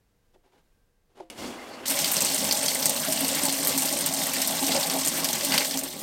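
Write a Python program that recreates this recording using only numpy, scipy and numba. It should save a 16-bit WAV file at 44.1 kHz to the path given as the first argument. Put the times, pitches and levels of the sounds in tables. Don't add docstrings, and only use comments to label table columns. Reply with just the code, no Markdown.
import sys
import numpy as np
from scipy import signal
from scipy.fft import rfft, irfft, next_fast_len
from scipy.io import wavfile
from scipy.ndimage import uniform_filter1d
from numba import njit

SR = 44100
rng = np.random.default_rng(int(sys.argv[2]) if len(sys.argv) > 2 else 0)


def materialize(psi):
    bounded = np.clip(np.atleast_2d(psi).T, -1, 1)
    quanta = np.round(bounded * 32767).astype(np.int16)
    wavfile.write(sys.argv[1], SR, quanta)


N = 265614


def undb(db):
    return 10 ** (np.asarray(db) / 20)


def unit(x):
    return x / np.sqrt(np.mean(x ** 2))


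def clock():
    return np.arange(N) / SR


def curve(table):
    rows = np.array(table)
    return np.interp(clock(), rows[:, 0], rows[:, 1], left=-200, right=-200)


def colour(x, spectrum):
    hz, db = np.transpose(spectrum)
    size = next_fast_len(N)
    bins = np.maximum(np.arange(size // 2 + 1) * SR / size, 1)
    gain = undb(np.interp(np.log(bins), np.log(hz), db))
    return irfft(rfft(x, size) * gain, size)[:N]


def noise():
    return rng.standard_normal(N)


def walk(rate):
    held = int(SR / rate)
    steps = np.repeat(rng.standard_normal(N // held + 1), held)
    return unit(uniform_filter1d(uniform_filter1d(steps, held), held)[:N])


def resonance(x, hz, width):
    return signal.lfilter(*signal.iirpeak(hz, hz / width, SR), x)


def butter(x, order, hz, kind):
    return signal.sosfilt(signal.butter(order, hz, kind, fs=SR, output="sos"), x)


def split(x, *hz):
    bands = []
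    for edge in hz:
        bands.append(butter(x, 4, edge, "low"))
        x = butter(x, 4, edge, "high")
    return [unit(band) for band in bands + [x]]


def patchy(depth_db, rate):
    centres = 60 * 1.5 ** np.arange(14)
    return unit(sum(undb(depth_db * walk(rate)) * resonance(noise(), hz, hz / 2) for hz in centres))


@njit
def bursts(start, size, hz, t60, spread, broad, crack, rise, slap, hiss):
    out = np.zeros(len(hiss))
    for e in range(len(start)):
        g, damping, band, low = np.tan(np.pi * hz[e] / SR), spread, 0., 0.
        fall = np.exp(-np.log(1000) / (t60[e] * SR))
        loud, spitting, onset = size[e], broad, 0.
        narrow = np.sqrt(SR / (np.pi * spread * hz[e]))
        for i in range(start[e], min(len(hiss), start[e] + int(t60[e] * SR))):
            sharp = 1 + crack * np.exp((start[e] - i) / (2 * rise * SR))
            x = hiss[(i + 7919 * e) % len(hiss)] * sharp
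            push = slap if i == start[e] + int(rise * SR) else 0.
            v = (band + g * (x + push - low)) / (1 + g * (g + damping))
            band, low = 2 * v - band, low + 2 * g * v
            onset += (1 - onset) / (rise * SR)
            out[i] += loud * onset * (narrow * damping * v + spitting * x)
            loud *= fall
            spitting *= fall
    return out


def spit(s, db, hz, t60, spread, broad, crack=0., rise=0.00038, slap=0.):
    crackle = unit(noise() * undb(1.4 * walk(2500)))
    start = (s * SR).astype(np.int64)
    hz, t60 = np.clip(hz, 500, .4 * SR), np.clip(t60, .004, .4)
    return bursts(start, undb(db), hz, t60, max(spread, .05), broad, crack, max(rise, 2 / SR), slap, crackle)


# frequency in Hz, relative level in dB per Hz.
ROOM_SPECTRUM = [(12, -44), (20, 8), (59, -8), (145, -11), (469, -20.5), (674, -22), (1510, -28.5),
                 (2000, -27.5), (2370, -30), (15800, -37)]
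# centre in Hz, width in Hz, level in dB.
ROOM_HUMS = [(475, 20, -82.5), (1580, 15, -90)]
ROOM_DB = -67.5


def room():
    floor = undb(ROOM_DB + 0.98 * walk(9.7)) * unit(colour(noise(), ROOM_SPECTRUM))
    hums = sum(undb(db + 3.5 * walk(5.2)) * unit(resonance(noise(), hz, width)) for hz, width, db in ROOM_HUMS)
    return floor + hums


def flutter():
    start_db, db_per_s = -64, -51
    return undb(start_db + db_per_s * clock()) * unit(resonance(noise(), 28, 12))


# frequency in Hz, relative level in dB per Hz.
SKIN_SPECTRUM = [(88, -43), (150, -14), (382, -2), (459, -6), (810, -5.5), (1280, -15.5), (2950, -18.5),
                 (3200, -19), (3500, -20), (12000, -33.5), (15600, -66), (22000, -120)]
# start in seconds, time held in seconds, level in dB, fade in dB per second.
BRUSH_STROKES = [(.345, 0.0037, -64, 900), (.44, .025, -72.5, 150), (.525, 0.035, -70, 300),
                 (.58, .027, -73, 1500), (1.1, .01, -76, 100), (1.158, .014, -65, 600),
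                 (1.178, 0.005, -57, 1000), (1.204, 0.0032, -52, 1100), (1.225, 0.03, -69.5, 250)]
BRUSH_SWELL_DB_PER_S = 1800


def brushing():
    skin = colour(noise() * undb(1.4 * walk(220)), SKIN_SPECTRUM)
    skin = skin / resonance(skin, 2500, 5000).std()
    now = clock()
    strokes = 0
    for s, held, db, fade in BRUSH_STROKES:
        swell = BRUSH_SWELL_DB_PER_S * np.maximum(s - now, 0)
        strokes = strokes + undb(db - swell - fade * np.maximum(now - s - held, 0))
    return skin * strokes


# frequency in Hz, relative level in dB, decay time T60 in seconds.
PANEL_MODES = [(376, 3.5, 0.068), (477, -17, 0.041), (600, 6.5, 0.03), (780, 2.5, 0.037), (900, 4, 0.035),
               (1420, -12, 0.036), (326, -11, 0.24), (522, -15.5, 0.29), (700, -15, 0.24)]
# time in seconds, peak level in dB.
PANEL_KNOCKS = [(0.355, -52.5), (0.537, -58), (1.096, -64), (1.177, -48), (1.201, -29.5)]
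SKIN_RINGS_DB = -22


def hand():
    rustle = brushing()
    t = np.arange(int(.3 * SR)) / SR
    ring = 0
    for k, (hz, db, t60) in enumerate(PANEL_MODES):
        decay = 1000 ** (-t / np.clip(t60, .02, .4))
        ring = ring + undb(db) * np.sin(2 * np.pi * hz * t + k ** 2) * decay
    ring = ring * (1 - np.exp(-t / 0.0017)) ** 2
    blows = np.zeros(N)
    for s, db in PANEL_KNOCKS:
        blows[int(s * SR)] = undb(db)
    drive = blows + undb(SKIN_RINGS_DB) * np.diff(rustle, prepend=0)
    return rustle + signal.fftconvolve(drive, ring / np.abs(ring).max())[:N]


VALVE_S, WATER_S, AIR_GONE_S, JETS_S = 1.3, 1.389, 1.59, 1.858
# frequency in Hz, level in dB, decay time T60 in seconds.
VALVE_SNAP = [(2960, -39.5, 0.046), (5800, -40, 0.044), (9000, -37.5, 0.043)]


def valve():
    hz, db, t60 = np.transpose(VALVE_SNAP)
    return spit(np.full(len(hz), VALVE_S), db, hz, t60, spread=0.23, broad=0., crack=1.)


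# frequency in Hz, relative level in dB per Hz.
PIPE_SPECTRUM = [(35, -49.5), (60, -7), (167, -10.5), (240, 3), (400, -1.5), (817, -1), (1240, -4.5),
                 (2080, -13), (5660, -20), (8820, -20.5), (15800, -25)]
# centre in Hz, width in Hz, mean gain in dB.
PIPE_RESONANCES = [(2100, 80, 0), (2860, 290, -0.5), (3330, 120, 0), (4500, 410, -1), (5260, 120, -6)]
MURMUR_DB, MURMUR_DB_PER_S, RUSH_DB, RUSH_SWELL_DB_PER_S = -51.5, -90, -44.5, 330
PIPE_BOOM_DB, PIPE_HISS_DB, PIPE_TOP_DB = -5, -8.5, -15.5
AIR_BOOM_DB, AIR_HISS_DB, AIR_TOP_DB = 9, 9, 9
AIR_HELD_S = 0.092


def pipe():
    rush = patchy(1.6, 59.9) * undb(0.61 * walk(120))
    rush = rush + sum(undb(db + 5.2 * walk(24.9)) * resonance(rush, hz, width)
                      for hz, width, db in PIPE_RESONANCES)
    boom, body, hiss, top = split(colour(rush, PIPE_SPECTRUM), 450, 2500, 7000)
    t = clock()
    air = np.interp(t, [WATER_S + AIR_HELD_S, AIR_GONE_S], [1, 0])
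    murmur_db = MURMUR_DB + MURMUR_DB_PER_S * (t - VALVE_S)
    rush_db = np.clip(RUSH_DB + RUSH_SWELL_DB_PER_S * (t - WATER_S), murmur_db, RUSH_DB)
    is_open = (t > VALVE_S) * (t < JETS_S)
    mix = body + undb(PIPE_HISS_DB + AIR_HISS_DB * air) * hiss
    mix = mix + undb(PIPE_TOP_DB + AIR_TOP_DB * air ** 1.8) * top
    mix = mix + undb(PIPE_BOOM_DB + AIR_BOOM_DB * air + 2.2 * walk(45.1)) * boom
    return undb(rush_db) * is_open * mix


# centre in seconds, half-length in seconds, spray swell in dB.
FLOW_SURGES = [(1.912, 0.019, 2.5), (3.443, 0.037, 2.5), (4.75, 0.085, 3), (5.551, 0.035, 5.5),
               (5.62, 0.011, 3.5), (5.685, 0.018, -2), (5.9, 0.028, -3)]
SLACK_S, SLACK_DB_PER_S, SLACK_MOST_DB = 5.664, -26, -8


def flow():
    t = clock()
    surge = sum(db * np.exp(-((t - s) / length) ** 2) for s, length, db in FLOW_SURGES)
    slack = np.clip(SLACK_DB_PER_S * (t - SLACK_S), SLACK_MOST_DB, 0)
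    return t - JETS_S, surge, slack, np.where(t < JETS_S, -200, 0)


GATHERS_S = 0.13


def gathering(since):
    return np.exp(-np.maximum(since, 0) / GATHERS_S)


DRUM_DB, DRUM_LATE_DB = -35.5, 3
DRUM_PER_SURGE, DRUM_PER_SLACK = 1.02, 0.69


def drumming_db():
    since, surge, slack, shut = flow()
    return DRUM_DB - DRUM_LATE_DB * gathering(since) + DRUM_PER_SURGE * surge + DRUM_PER_SLACK * slack + shut


def rumble():
    low = resonance(resonance(noise(), 58, 70), 58, 90)
    return undb(-42.5 + 0.63 * drumming_db()) * unit(low)


# frequency in Hz, width in Hz, relative level in dB per Hz.
TUB_MODES = [(81, 5.5, -13.5), (156.8, 28.4, -9), (233.8, 27, -7), (364, 33.4, -9.5), (446, 183, -13.5),
             (566.4, 64, -6), (641.3, 32.3, -3.5), (818, 96, -8), (1147, 110, -17)]
# time in seconds, level in dB.
HOLLOW_SWELLS = [(1.86, -43), (2.15, -41), (3.03, -46), (3.09, -36), (4.61, -41), (4.64, -29.5), (4.8, -43),
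                 (5.22, -35), (5.37, -55), (5.49, -36.5), (6.02, -44)]
HOLLOW_HZ = 268.3


def tub():
    lumps = noise() * undb(2.0 * walk(90))
    drum = 0
    for k, (hz, width, db) in enumerate(TUB_MODES):
        mode = unit(resonance(lumps, hz, width)) * np.sqrt(width)
        drum = drum + (-1) ** k * undb(db + 2.2 * walk(18)) * mode
    drum = butter(drum, 2, [70, 1300], "band")
    hollow = resonance(resonance(lumps, HOLLOW_HZ, 15), HOLLOW_HZ, 69)
    return undb(drumming_db()) * unit(drum) + undb(curve(HOLLOW_SWELLS)) * unit(hollow)


def small_spurts():
    when, size, pitch, length = rng.random((int(700 * N / SR), 4)).T
    db = np.minimum(-2.4 * np.log(1 - size), 8.0)
    return spit(when * N / SR, db, 2500 * 6.8 ** pitch, 0.025 * 2.8 ** length,
                spread=0.24, broad=0.92, crack=0.24)


def drops():
    when, size, pitch = rng.random((int(120 * N / SR), 3)).T
    db = np.minimum(-3.5 * np.log(1 - size), 12.0)
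    return spit(when * N / SR, db, 1800 * 3.52 ** pitch, np.full(len(when), .03),
                spread=0.031, broad=0., slap=12.4)


# frequency in Hz, relative gain in dB.
SPRAY_SPECTRUM = [(590, -27), (1000, -4), (1500, -6), (1780, -3), (2500, -6), (4540, -2.5), (6800, -2.5),
                  (7900, -0.5), (8670, 2), (9400, -1), (10500, -9), (13600, -0.5), (15800, -11)]
SPRAY_DB, SPRAY_DB_PER_S, SPRAY_LATE_DB = -26.5, -0.75, 1
TOP_PER_SURGE, TOP_PER_SLACK = -0.71, -0.31
BODY_DB_PER_S = 0.27


def fine_spray():
    hiss = patchy(3.95, 30) * undb(1.6 * walk(14))
    mixture = undb(-2.5) * hiss + unit(small_spurts()) + undb(-11) * unit(drops())
    fine = unit(colour(mixture, SPRAY_SPECTRUM))
    top = butter(fine, 2, 6000, "high")
    body = butter(fine, 2, 3000, "low")
    since, surge, slack, shut = flow()
    fine = fine + (undb(TOP_PER_SURGE * surge + TOP_PER_SLACK * slack) - 1) * top
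    fine = fine + (undb(surge + BODY_DB_PER_S * since) - 1) * body
    level_db = SPRAY_DB + SPRAY_DB_PER_S * since - SPRAY_LATE_DB * gathering(since)
    return undb(level_db + surge + slack + shut) * fine


LULL_DB, LULL_S, LULL_FULL_DB = -1.5, 0.023, -10


def lull(s, db):
    coming = np.zeros(N)
    coming[(s * SR).astype(int)] = np.minimum(undb(db - LULL_FULL_DB), 1)
    lead = np.linspace(0, 1, int(LULL_S * SR))
    depth = signal.fftconvolve(coming, lead)[len(lead) - 1:]
    return undb(LULL_DB * np.minimum(depth, 1))


CREST_DB = 18.5
GOB_LATE_S, GOB_DB = .007, -3


def gobs(s, db, hz, length):
    delay, shift = rng.random((len(s), 2)).T
    first = spit(s, db - CREST_DB, hz, length, spread=0.4, broad=0.81, crack=1.33, slap=11.5)
    second = spit(s + GOB_LATE_S * (.5 + delay), db - CREST_DB + GOB_DB, hz * 2 ** (shift - .5), length,
                  spread=0.45, broad=0.57, crack=0.55)
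    return colour(first + second, SPRAY_SPECTRUM) / colour(noise(), SPRAY_SPECTRUM).std()


MIST_DB, MIST_DB_PER_OCTAVE, MIST_SCATTER_DB = -17, 2, 5


def mist(s, db, hz, length):
    scatter = 2 * rng.random(len(s)) - 1
    mist_db = MIST_DB + MIST_DB_PER_OCTAVE * np.log2(hz / 8e3) + MIST_SCATTER_DB * scatter
    return spit(s, db + mist_db, np.full(len(s), 13000.), 0.93 * length, spread=0.37, broad=0., crack=0.6)


# frequency in Hz, mean level in dB, decay time T60 in seconds.
BASKET_MODES = [(2700, -13.5, 0.11), (3310, -6.5, 0.086), (4600, -2, 0.088)]
HEAVY_HZ = 5000
SPLAT_DB, SPLAT_HZ, SPLAT_T60_S = -11.5, 1300, 0.066


def heavy_impacts(s, db, hz):
    heavy = hz < HEAVY_HZ
    s, rms_db = s[heavy], db[heavy] - CREST_DB
    each = np.ones(len(s))
    sound = spit(s, rms_db + SPLAT_DB, SPLAT_HZ * each, SPLAT_T60_S * each, spread=1.3, broad=0., crack=.8)
    for mode_hz, mode_db, t60 in BASKET_MODES:
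        scatter_db = 4.7 * rng.standard_normal(len(s))
        sound = sound + spit(s, rms_db + mode_db + scatter_db, mode_hz * each, t60 * each,
                             spread=0.042, broad=0., crack=0.73, slap=10.8)
    return sound


def tub_reflections(water):
    echoes = rng.standard_normal(1500) * 1000 ** (-np.arange(1500) / (0.091 * SR)) * undb(-36.0)
    echoes[0] = 1
    return signal.fftconvolve(water, echoes / np.linalg.norm(echoes))[:N]


# time in seconds, nominal peak level in dB, centre in Hz.
LOUD_SPURTS = [(1.856, -22, 3080), (1.88, -12, 9000), (1.8986, -11.5, 8790), (1.9897, -6, 7550),
               (2.0445, -7.5, 4570), (2.116, -3.5, 13200), (2.1416, -13, 9250), (2.1665, -7, 5850),
               (2.206, -8, 7660), (2.2204, -8, 6900), (2.248, -6.5, 8510), (2.2824, -17, 8940),
               (2.313, -13, 4220), (2.345, -7.5, 8070), (2.381, -11, 7790), (2.4437, -10, 8500),
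               (2.5107, -11, 4940), (2.524, -3, 6060), (2.6301, -13, 8380), (2.661, -7.5, 6070),
               (2.6828, -9, 4700), (2.748, -9, 8500), (2.7905, -14, 8870), (2.8266, -9.5, 5140),
               (2.8568, -4, 8100), (2.8954, -6, 8840), (3, -12, 8470), (3.124, -8.5, 8650),
               (3.206, -5.5, 9110), (3.2463, -11.5, 4750), (3.281, -9, 7540), (3.349, -12.5, 7490),
               (3.417, -14, 7000), (3.435, -7, 8520), (3.4534, -6, 8690), (3.4841, -11.5, 4170),
               (3.4944, -9, 5650), (3.5253, -10, 9000), (3.6484, -9.5, 7640), (3.672, -2, 12800),
               (3.6947, -15, 8380), (3.777, -7.5, 8430), (3.821, -9, 8860), (3.832, -13, 8300),
               (3.855, -11, 8390), (3.9268, -9.5, 8900), (3.988, -11, 8600), (4.0087, -8, 8800),
               (4.061, -6, 8700), (4.1382, -9, 8870), (4.268, -9, 10400), (4.3342, -10.5, 8200),
               (4.4179, -8, 5570), (4.474, -8.5, 8400), (4.5078, -11, 9300), (4.628, -11, 8800),
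               (4.666, -5.5, 6200), (4.719, -10, 4100), (4.7983, -10.5, 8490), (4.829, -12.5, 4910),
               (4.87, -11.5, 8280), (4.8983, -9, 4980), (4.9867, -12, 6140), (5.049, -9.5, 7000),
               (5.061, -11, 8600), (5.074, -5, 6400), (5.082, -8, 8000), (5.2444, -8, 5560),
               (5.288, -10.5, 4150), (5.3298, -8.5, 6310), (5.41, -14, 1960), (5.434, -14, 4690),
               (5.4482, -7.5, 8540), (5.468, -15.5, 3090), (5.521, -7.5, 2700), (5.5395, -11.5, 4600),
               (5.5784, -2, 3300), (5.607, -12, 2367), (5.648, -11, 4300), (5.657, -16, 8000),
               (5.71, -9.5, 5020), (5.741, -17, 4220), (5.7733, -9, 6200), (5.7899, -11, 7700),
               (5.835, -14.5, 8540)]


def jets():
    s, db, hz = np.transpose(LOUD_SPURTS)
    length = 0.036 * 2.2 ** rng.random(len(s))
    water = fine_spray() * lull(s, db)
    water = water + gobs(s, db, hz, length) + mist(s, db, hz, length) + heavy_impacts(s, db, hz)
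    return tub_reflections(water)


def scene():
    mid = room() + flutter() + hand() + valve() + pipe() + rumble() + tub() + jets()
    return np.array([mid, mid])


def record(dry):
    return signal.sosfilt(signal.ellip(10, .2, 75, 15900, fs=SR, output="sos"), dry)


dry = scene()
out = record(dry)
materialize(out)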